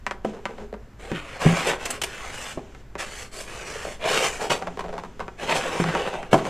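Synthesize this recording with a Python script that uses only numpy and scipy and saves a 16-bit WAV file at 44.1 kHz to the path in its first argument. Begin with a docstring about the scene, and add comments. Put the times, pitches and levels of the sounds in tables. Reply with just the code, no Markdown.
"""A loaded foam tray scrapes, catches and squeaks along the card edges of an open box as it is lowered in.
Scraping and squeaks are stick-slip friction; ticks and creaks are stress let go as dispersive bending waves.
Knocks are crushed foam with decaying tray modes, booms are gliding modes of the box, and its air hums along.
Fingers brush the tray over room tone and rumble, in a small room with a short diffuse tail."""
import sys
import numpy as np
from scipy import signal
from scipy.fft import rfft, irfft, next_fast_len
from scipy.io import wavfile
from scipy.ndimage import uniform_filter1d

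SR = 44100
rng = np.random.default_rng(int(sys.argv[2]) if len(sys.argv) > 2 else 0)


def digitize_waveform(pressure):
    """Quantize a signal to 16-bit integers and store it at the path in sys.argv[1].

    Rows of a 2-D input are taken as channels; values are limited to [-1, 1].
    """
    field = np.atleast_2d(pressure).T
    bounded = np.clip(field, -1, 1)
    quanta = np.round(bounded * 32767).astype(np.int16)
    wavfile.write(sys.argv[1], SR, quanta)


N = 286209

# relative spectrum of foam rasping on card: frequency_hz, density_db
RASP_SPECTRUM = [(70, -42), (150, 0), (290, -2.5), (430, 4.5), (1000, 0), (2900, -1.5), (3800, -8),
                 (7900, -7.5), (11000, -20), (15000, -29)]
# resonance of the hollow box: frequency_hz, width_hz, level_db
BOX_MODES = [(416, 33, -1)]


def amp(db):
    """Level law: decibels to amplitude gain."""
    return 10 ** (np.asarray(db) / 20)


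def unit(x):
    """Power normalisation: scale to rms 1."""
    return x / np.sqrt(np.mean(x ** 2) + 1e-20)


def along(points, hz):
    """Logarithmic interpolation: read (frequency, value) points on a log frequency axis."""
    point_hz, values = np.transpose(points)
    return np.interp(np.log(hz + 1), np.log(point_hz + 1), values)


def wobble(rate):
    """Slow random modulation: straight lines between normal knots, rate knots a second."""
    return np.interp(np.arange(N) * rate / SR, np.arange(N), rng.standard_normal(N))


def filtered(x, response):
    """Linear filtering: multiply the spectrum of x by a complex response of frequency."""
    n = x.shape[-1]
    padded = next_fast_len(n + SR // 4)
    hz = np.fft.rfftfreq(padded, 1 / SR)
    return irfft(rfft(x, padded) * response(hz), padded)[..., :n]


def coloured(x, spectrum):
    """Minimum-phase filtering: a folded cepstrum gives a causal pulse of unit energy."""
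    size = 4096
    gain = amp(along(spectrum, np.fft.rfftfreq(size, 1 / SR)))
    cepstrum = irfft(np.log(gain + 1e-6))
    # fold negative times onto positive ones, so that the pulse is causal
    cepstrum[1:size // 2] *= 2
    cepstrum[size // 2 + 1:] = 0
    pulse = irfft(np.exp(rfft(cepstrum)))
    return signal.fftconvolve(x, pulse / np.linalg.norm(pulse))[:len(x)]


def above(x, edge, order=4):
    """Smooth threshold: 0 well below the edge, one half at it, 1 well above."""
    return 1 - 1 / (1 + (x / edge) ** order)


def resonance(hz, centre_hz, width_hz):
    """Damped oscillator: complex band-pass response with gain 1 at the centre."""
    damping = 1j * hz * width_hz
    return damping / (centre_hz ** 2 - hz ** 2 + damping)


def resonant(hz, modes):
    """Modal superposition: direct sound plus the (centre, width, level) resonances of a body."""
    return 1 + sum(amp(db) * resonance(hz, centre_hz, width_hz) for centre_hz, width_hz, db in modes)


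def bending(hz, lag):
    """Bending-wave dispersion: treble travels faster than bass; lag is the delay in s at 1 kHz."""
    return np.exp(-4j * np.pi * lag * np.sqrt(1000 * hz))


def slips(n, rate, spread_db):
    """Stick-slip: impulses of uneven size and random sign at random moments, rms 1."""
    chance, size = rng.random(n), rng.standard_normal(n)
    released = chance < rate / SR
    strength = amp(spread_db * np.clip(size, -2, 2))
    return unit(released * strength * rng.choice([-1, 1], n))


def add(track, s, sound):
    """Superposition: mix a sound into the track at time s."""
    part = track[max(round(s * SR), 0):][:len(sound)]
    part += sound[:len(part)]


def stroke(start, length, first_db, last_db):
    """Envelope of one arm movement: takes hold, changes evenly in dB, then runs out."""
    attack_s, release_db_per_s = 0.032, 310
    t = np.arange(N) / SR - start
    db = first_db + (last_db - first_db) * np.clip(t / length, 0, 1)
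    db = db - release_db_per_s * np.maximum(t - length, 0)
    return np.clip(t / attack_s, 0, 1) * amp(np.maximum(db, -150))


def background(tone_db=-53, rumble_db=-43.0):
    """Stationary noise: room tone and the slightly unsteady low rumble of a hand-held microphone."""
    # relative noise spectra: frequency_hz, density_db
    tone_spectrum = [(20, -18), (80, -4), (200, 1.5), (600, -10.5), (1700, -14), (3900, -26.5), (7700, -30),
                     (10000, -58), (15000, -62)]
    rumble_spectrum = [(15, 0.5), (36, -12), (50, 1), (62, -12.5), (120, -12), (250, -57)]

    def noise(spectrum):
        """Spectral shaping: white noise given a spectrum, rms 1."""
        return unit(filtered(rng.standard_normal(N), lambda hz: amp(along(spectrum, hz))))

    tone = amp(tone_db) * noise(tone_spectrum)
    rumble = amp(rumble_db + 0.53 * wobble(5)) * noise(rumble_spectrum)
    return tone + rumble


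def ticking(lag=0.001752, t60=0.063, scatter_db=-25, echo=0.0052, echo_db=-4, echo_hz=2500, gain_db=11):
    """Dispersion and reflection: a snap crosses the panel treble first, then returns duller from the edge."""
    # sharp ticks of the stressed foam, levels before gain_db: start_s, level_db, treble_db
    ticks = [(0.065, -9.5, -2.5), (0.11, -12, -3), (0.454, -5, -10), (0.739, -10, -24), (1.116, -13, -7),
             (2.748, -38, 6.5), (2.953, -4, -23), (4.502, -13.5, 1), (4.623, -19, -3), (4.671, -17, -7.5),
             (5.202, -9.5, -15), (5.28, -6, -23), (5.95, 1.5, -15), (6.074, 1.5, -27.5), (6.139, -7.5, -16),
             (6.229, -6, -20), (6.452, -12.5, -5.5)]
    # relative spectrum of a snap: frequency_hz, density_db
    tick_spectrum = [(120, -11.5), (300, 3), (800, 11), (1400, 11), (1850, 8.5), (2400, 7.5), (3700, -3),
                     (7300, -10), (15000, -34)]
    out, t = np.zeros(N), np.arange(SR // 8) / SR

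    def panel(hz):
        """Edge reflection: the dispersed wave and its delayed, low-passed return."""
        dulling = amp(echo_db) * (1 - above(hz, echo_hz))
        return bending(hz, lag) * (1 + dulling * np.exp(-2j * np.pi * hz * echo))

    for s, db, treble_db in ticks:
        scatter = amp(scatter_db - 60 * t / t60) * rng.standard_normal(len(t))
        snap = coloured((t == 0) + scatter, tick_spectrum)
        tick = filtered(snap, lambda hz: panel(hz) * amp(treble_db * above(hz, 790, order=2)))
        add(out, s, amp(db + gain_db) * tick)
    return out


def box_air(x, width_hz=16, gain_db=10):
    """Cavity resonance: the air in the box hums along with x at a drifting pitch and coupling."""
    # the air in the box, joined by straight lines: time_s, pitch_hz, coupling_db (before gain_db)
    air = [(0.75, 212, 2.5), (1.15, 160, -7), (3.9, 165, -15), (4.6, 176, -2.5), (5.9, 166, -1)]
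    s, *columns = np.transpose(air)
    hz, coupling_db = (np.interp(np.arange(N) / SR, s, column) for column in columns)
    # shift the pitch to 0 Hz, smooth with one pole, and shift back
    turn = np.exp(2j * np.pi * np.cumsum(hz) / SR)
    pole = np.exp(-np.pi * width_hz / SR)
    envelope = signal.lfilter([1 - pole], [1, -pole], x / turn)
    return amp(gain_db + coupling_db) * 2 * np.real(turn * envelope)


def rustling(gain_db=7):
    """Friction noise: fingers and cloth brush the tray and sound the hollow box."""
    # brushing, levels before gain_db: start_s, length_s, first_db, last_db
    rustles = [(0.232, 0.06, -52, -50), (0.3, 0.34, -66.5, -57), (2.515, 0.3, -57, -60.5),
               (4.593, 1, -52.5, -68), (6.36, 0.15, -46, -43.5)]
    # relative spectrum of brushing: frequency_hz, density_db
    finger_spectrum = [(130, 1), (230, 17), (1200, 2), (3000, 0.5), (4500, -10), (7000, -6), (10000, -22),
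                       (15000, -38)]
    brush = coloured(rng.standard_normal(N) * amp(wobble(23.23)), finger_spectrum)
    brush = unit(filtered(brush, lambda hz: resonant(hz, BOX_MODES)))
    return amp(gain_db) * brush * sum(stroke(*row) for row in rustles)


def knocking(ring_db=-9, gain_db=-1, choke_s=0.023, after_db=-18):
    """Impact: a blow crushes foam and rings the tray until the card chokes it; harder blows reach higher."""
    # blows of the tray on the box, levels before gain_db: start_s, level_db, crunch_db, hardness_db_per_octave
    knocks = [(0.247, -16, -2.5, -3.5), (1.115, -30, 1, -26), (1.451, -23.5, 9, -18.5),
              (1.463, -13, 4.5, -8), (2.574, -32, 13.5, -9.5), (5.799, -22, 3.5, -1.5),
              (6.329, -7.5, 1.5, -2.5), (6.34, -6, 0, -3.5), (6.352, -10, -5, -11)]
    # tray modes, levels before ring_db: frequency_hz, level_db, t60_s
    tray_modes = [(270, -18.5, 0.052), (377.4, -3.5, 0.16), (546.5, -2, 0.16), (663, 8.5, 0.059),
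                  (760, 9, 0.059), (990, -3, 0.12)]
    # relative spectrum of crushed foam: frequency_hz, density_db
    crunch_spectrum = [(60, -9.5), (130, -5.5), (300, 0.5), (800, -2.5), (1500, -4), (2400, -12.5),
                       (3100, -8), (3800, -20), (7600, -22), (15000, -36)]
    out, t = np.zeros(N), np.arange(SR // 4) / SR
    attack = 1 - np.exp(-t / .001)
    crush = amp(-60 * t / .06)  # 60 dB decay in 0.06 s
    choke = amp(after_db * above(t, choke_s))
    ring = np.zeros(len(t))
    for k, (hz, level_db, t60) in enumerate(tray_modes):
        # neighbouring modes start in opposite phase
        ring += (-1) ** k * amp(level_db - 60 * t / t60) * np.sin(2 * np.pi * hz * t)
    for s, db, crunch_db, hardness in knocks:
        crunch = coloured(rng.standard_normal(len(t)) * crush, crunch_spectrum)
        blow = attack * choke * (amp(ring_db) * ring + amp(crunch_db) * crunch)
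        # spectral slope from 300 to 4000 Hz, pivoting at 500 Hz
        blow = filtered(blow, lambda hz: amp(hardness * np.log2(np.clip(hz, 300, 4000) / 500)))
        add(out, s, amp(db + gain_db) * blow)
    return out


def booming(shudder_db=4.5):
    """Modal vibration: two box modes swell under load, shudder and glide as the gap under the tray settles."""
    # loadings of the box; the offset is a share of the pitch, the overtone is relative to the first mode:
    # start_s, level_db, pitch_hz, t60_s, starting_offset, settling_s, overtone_db
    booms = [(0.26, -18.5, 212, 0.16, 0.1, 0.0086, -16), (1.113, -17, 148.8, 0.17, 1.015, 0.0193, -9.5),
             (1.456, -5, 172.8, 0.23, -0.15, 0.026, -38), (5.797, -10.5, 167.6, 0.13, 0.27, 0.0065, -6),
             (5.845, -20, 164.6, 0.26, 0.17, 0.0096, -21), (6.33, -11.5, 155.4, 0.14, 0.31, 0.0096, -6)]
    rise_s, overtone_ratio = 0.0041, 2.07
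    out, t = np.zeros(N), np.arange(SR // 2) / SR
    for s, db, hz, t60, offset, settle, overtone_db in booms:
        pitch_hz = hz * (1 + offset * np.exp(-t / settle))
        phase = 2 * np.pi * np.cumsum(pitch_hz) / SR
        modes = np.sin(phase) + amp(overtone_db) * np.sin(overtone_ratio * phase)
        swell = 1 - np.exp(-(t / rise_s) ** 2)
        add(out, s, amp(db) * swell * amp(-60 * t / t60) * modes)
    return out * amp(shudder_db * wobble(130))


def creaking(gain_db=-10.5, lag=0.001185, catch_db=23, ring_db=5, ring_width_hz=170):
    """Stick-slip: a catch and a run of slips ring the stressed wall and the hollow box; dull creaks start
    softly."""
    # tray shifting in the grip or on the card, levels before gain_db:
    # start_s, level_db, length_s, treble_db, wall_ring_hz
    creaks = [(0.335, -32, 0.06, -1, 440), (0.491, -34.5, 0.043, 0, 437), (0.581, -29.5, 0.051, -2, 480),
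              (0.727, -28, 0.018, -3.5, 490), (2.584, -26.5, 0.015, -5, 780), (3.751, -25, 0.014, -19, 486),
              (3.85, -22, 0.038, -6, 540), (4.615, -19.5, 0.018, -5, 800), (4.667, -18.5, 0.019, -6, 770),
              (4.772, -24, 0.016, -1, 645), (4.792, -23.5, 0.023, 6.5, 1020), (4.84, -23, 0.025, -3.5, 710),
              (4.883, -26, 0.022, -1, 610), (4.927, -24.5, 0.029, -2, 620), (4.964, -29, 0.019, -2, 740),
              (4.98, -24.5, 0.02, 4, 950), (5.036, -26.5, 0.021, 2, 1060), (5.194, -23, 0.034, -2, 1120),
              (5.655, -21.5, 0.018, 0.5, 470), (5.75, -18.5, 0.026, -12, 760), (5.839, -17, 0.015, 0, 810),
              (5.889, -24, 0.015, 9, 900), (5.96, -24.5, 0.038, -7, 593), (6.379, -37, 0.027, 21, 1100),
              (6.467, -25, 0.0089, 2.5, 920)]
    # relative spectrum of a creak: frequency_hz, density_db
    creak_spectrum = [(110, -40.5), (185, 2), (280, -10.5), (410, 0.5), (800, -1.5), (1500, -8),
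                      (3000, -17.5), (8000, -31.5), (15000, -49)]
    out, t = np.zeros(N), np.arange(SR // 5) / SR
    for s, db, length, treble_db, ring_hz in creaks:
        run = slips(len(t), rate=800, spread_db=2.5) * np.exp(-(t / length) ** 2)
        catch = amp(catch_db + 2 * min(treble_db, 0)) * (t == 0)
        creak = coloured(catch + run, creak_spectrum)
        wall_modes = [(ring_hz, ring_width_hz, ring_db)]
        creak = filtered(creak, lambda hz: resonant(hz, wall_modes) * amp(treble_db * above(hz, 920)))
        add(out, s, amp(db + gain_db) * creak)
    return filtered(out, lambda hz: bending(hz, lag) * resonant(hz, BOX_MODES))


def shifting(x, depth_db):
    """Moving contact: narrow resonances swell and fade as the contact point moves."""
    z = signal.stft(x, nperseg=1024)[2]
    field = uniform_filter1d(rng.standard_normal(z.shape), size=4, axis=0)  # smooth over frequency
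    field = uniform_filter1d(field, size=8, axis=1)  # smooth over time
    return signal.istft(z * amp(depth_db * unit(field)), nperseg=1024)[1][:N]


def scraping(flex_hz=1000, hiss_hz=4000, judder_db=1.42, grit_db=-7.0, grit_hz=4500, lag=0.001293,
             unsteady_db=0.43):
    """Stick-slip friction: fine slips and coarser catches rasp on card, with wall flexing and bead hiss."""
    # pushes along the card, onto the rim, turning round, then down into the box; flexing and hiss re rasp:
    # start_s, length_s, first_db, last_db, flex_db, hiss_db
    pushes = [ (0.979, 0.14, -49.5, -44, 3.5, -10), (1.126, 0.065, -33, -36.5, -9, -17),
              (1.19, 0.18, -47, -40.5, -4, -13), (1.39, 0.19, -28.5, -32, 0, -9.5),
              (1.546, 0.12, -26, -30.5, -3.5, -11), (1.643, 0.048, -30, -26.5, 0, -7),
              (1.684, 0.015, -27, -22.5, -2, -20), (1.781, 0.18, -39.5, -40.5, 0, -8),
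              (2.03, 0.28, -42, -39, -3.5, -8.5), (2.308, 0.21, -38.5, -41, -6.5, -4),
              (2.978, 0.076, -23.5, -40, -6, -6.5), (3.05, 0.18, -46.5, -39.5, -3, -3.5),
              (3.309, 0.11, -46.5, -41, -0.5, 1.5), (3.453, 0.18, -43.5, -41.5, 0, -5.5),
              (3.642, 0.29, -38, -42.5, -3, -5), (3.983, 0.075, -48, -27.5, 0.5, -15),
              (4.055, 0.13, -28.5, -24, -6, -8), (4.171, 0.094, -33, -25, -1, -5),
              (4.297, 0.073, -39, -38.5, -2, -4.5), (4.387, 0.067, -33, -34, 4, -7),
              (4.494, 0.037, -15.5, -28.5, 4, -5.5), (5.368, 0.076, -46.5, -33, 0.5, -10.5),
              (5.462, 0.062, -26, -24, -1.5, -13.5), (5.54, 0.02, -18, -24, 2, -5),
              (5.581, 0.24, -36, -32.5, -2, -10.5), (5.837, 0.25, -32.5, -34.5, 3, -14),
              (6.105, 0.2, -35, -55.5, 6, -13.5), (6.309, 0.068, -26.5, -44, 1, -6),
              (6.433, 0.04, -35, -40.5, 11, -8)]
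    # card wall resonances: frequency_hz, width_hz, level_db
    card_modes = [(557, 380, -7), (1670, 800, -20)]
    beads = slips(N, rate=9000, spread_db=0.0) * amp(judder_db * wobble(260))
    catches = slips(N, rate=160, spread_db=4)
    grit = filtered(catches, lambda hz: bending(hz, lag) * (1 - above(hz, grit_hz)))
    rasp = coloured(beads + amp(grit_db) * grit, RASP_SPECTRUM)
    rasp = filtered(rasp, lambda hz: resonant(hz, card_modes))
    rasp = shifting(rasp, depth_db=2.8)
    flexing = unit(filtered(rasp, lambda hz: 1 - above(hz, flex_hz, order=8)))
    middle = unit(filtered(rasp, lambda hz: above(hz, flex_hz, order=8) - above(hz, hiss_hz, order=8)))
    hiss = unit(filtered(rasp, lambda hz: above(hz, hiss_hz, order=8)))
    # overlapping pushes add in power, separately in each band
    power = np.zeros((3, N))
    for s, length, first_db, last_db, flex_db, hiss_db in pushes:
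        power += (amp([[flex_db], [0], [hiss_db]]) * stroke(s, length, first_db, last_db)) ** 2
    bands = np.sum(np.sqrt(power) * [flexing, middle, hiss], axis=0)
    return amp(unsteady_db * wobble(27)) * bands


def squeaking(length=0.011, rasp_hz=2800, rasp_width_hz=1100, shrill_width_hz=800, body_db=-5, gain_db=-8):
    """Fast stick-slip: a brief rasp band and a shrill band over broadband friction noise."""
    # foam squeaks on the rim, levels before gain_db: start_s, level_db, shrill_hz, shrill_db, rasp_db
    squeaks = [(1.8546, -13, 7200, -13, -12), (1.904, -17, 8000, -0.5, -5.5), (2.016, -13, 7060, -12, -5.5),
               (2.0358, -11, 9000, -15, -9)]
    out, t = np.zeros(N), np.arange(SR // 16) / SR

    def band(centre_hz, width_hz):
        """Resonant selection: noise through one resonance, rms 1."""
        return unit(filtered(rng.standard_normal(len(t)), lambda hz: resonance(hz, centre_hz, width_hz)))

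    for s, db, shrill_hz, shrill_db, rasp_db in squeaks:
        rasp = amp(rasp_db) * band(rasp_hz, rasp_width_hz)
        shrill = amp(shrill_db) * band(shrill_hz, shrill_width_hz)
        body = amp(body_db) * coloured(rng.standard_normal(len(t)), RASP_SPECTRUM)
        add(out, s, amp(db + gain_db) * (rasp + shrill + body) / (1 + (t / length) ** 4))
    return out


def room(x):
    """Diffuse reverberation: a noise tail, 5 ms late, in which each frequency decays at its own rate."""
    # reverberation times: frequency_hz, t60_s
    decay_times = [(150, 0.57), (2000, 0.21), (15000, 0.21)]
    hz, t, z = signal.stft(rng.standard_normal(SR // 2), SR, nperseg=256)
    decay = amp(-60 * t / along(decay_times, hz)[:, None])
    tail = signal.istft(z * decay, SR, nperseg=256)[1]
    delayed = np.pad(x, (SR // 200, 0))
    return signal.fftconvolve(delayed, tail / np.linalg.norm(tail))[:N]


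def scene(wet_db=-11, boom_wet_db=-22):
    """Superposition of all sources in the room, nearly mono; a random side signal is added above about 5 kHz."""
    # spectrum of the side signal: frequency_hz, side_db (re mid)
    side_spectrum = [(2800, -78), (4200, -72), (5300, -10), (12000, -9)]
    handling = ticking() + creaking() + rustling()
    foam = scraping() + squeaking() + knocking() + handling + box_air(handling)
    boom = booming()
    reverberation = room(amp(wet_db) * foam + amp(boom_wet_db) * boom)
    mid = foam + boom + reverberation + background()
    side = filtered(mid, lambda hz: amp(along(side_spectrum, hz))) * unit(wobble(400))
    return np.array([mid + side, mid - side])


def record(dry):
    """Saturation and band limiting: the recorder rounds off the loudest peaks and cuts the top treble."""
    top_hz = 14550
    rounded = dry / (1 + np.abs(dry / .95) ** 6) ** (1 / 6)
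    return filtered(rounded, lambda hz: 1 - above(hz, top_hz, order=120))


dry = scene()
out = record(dry)
digitize_waveform(out)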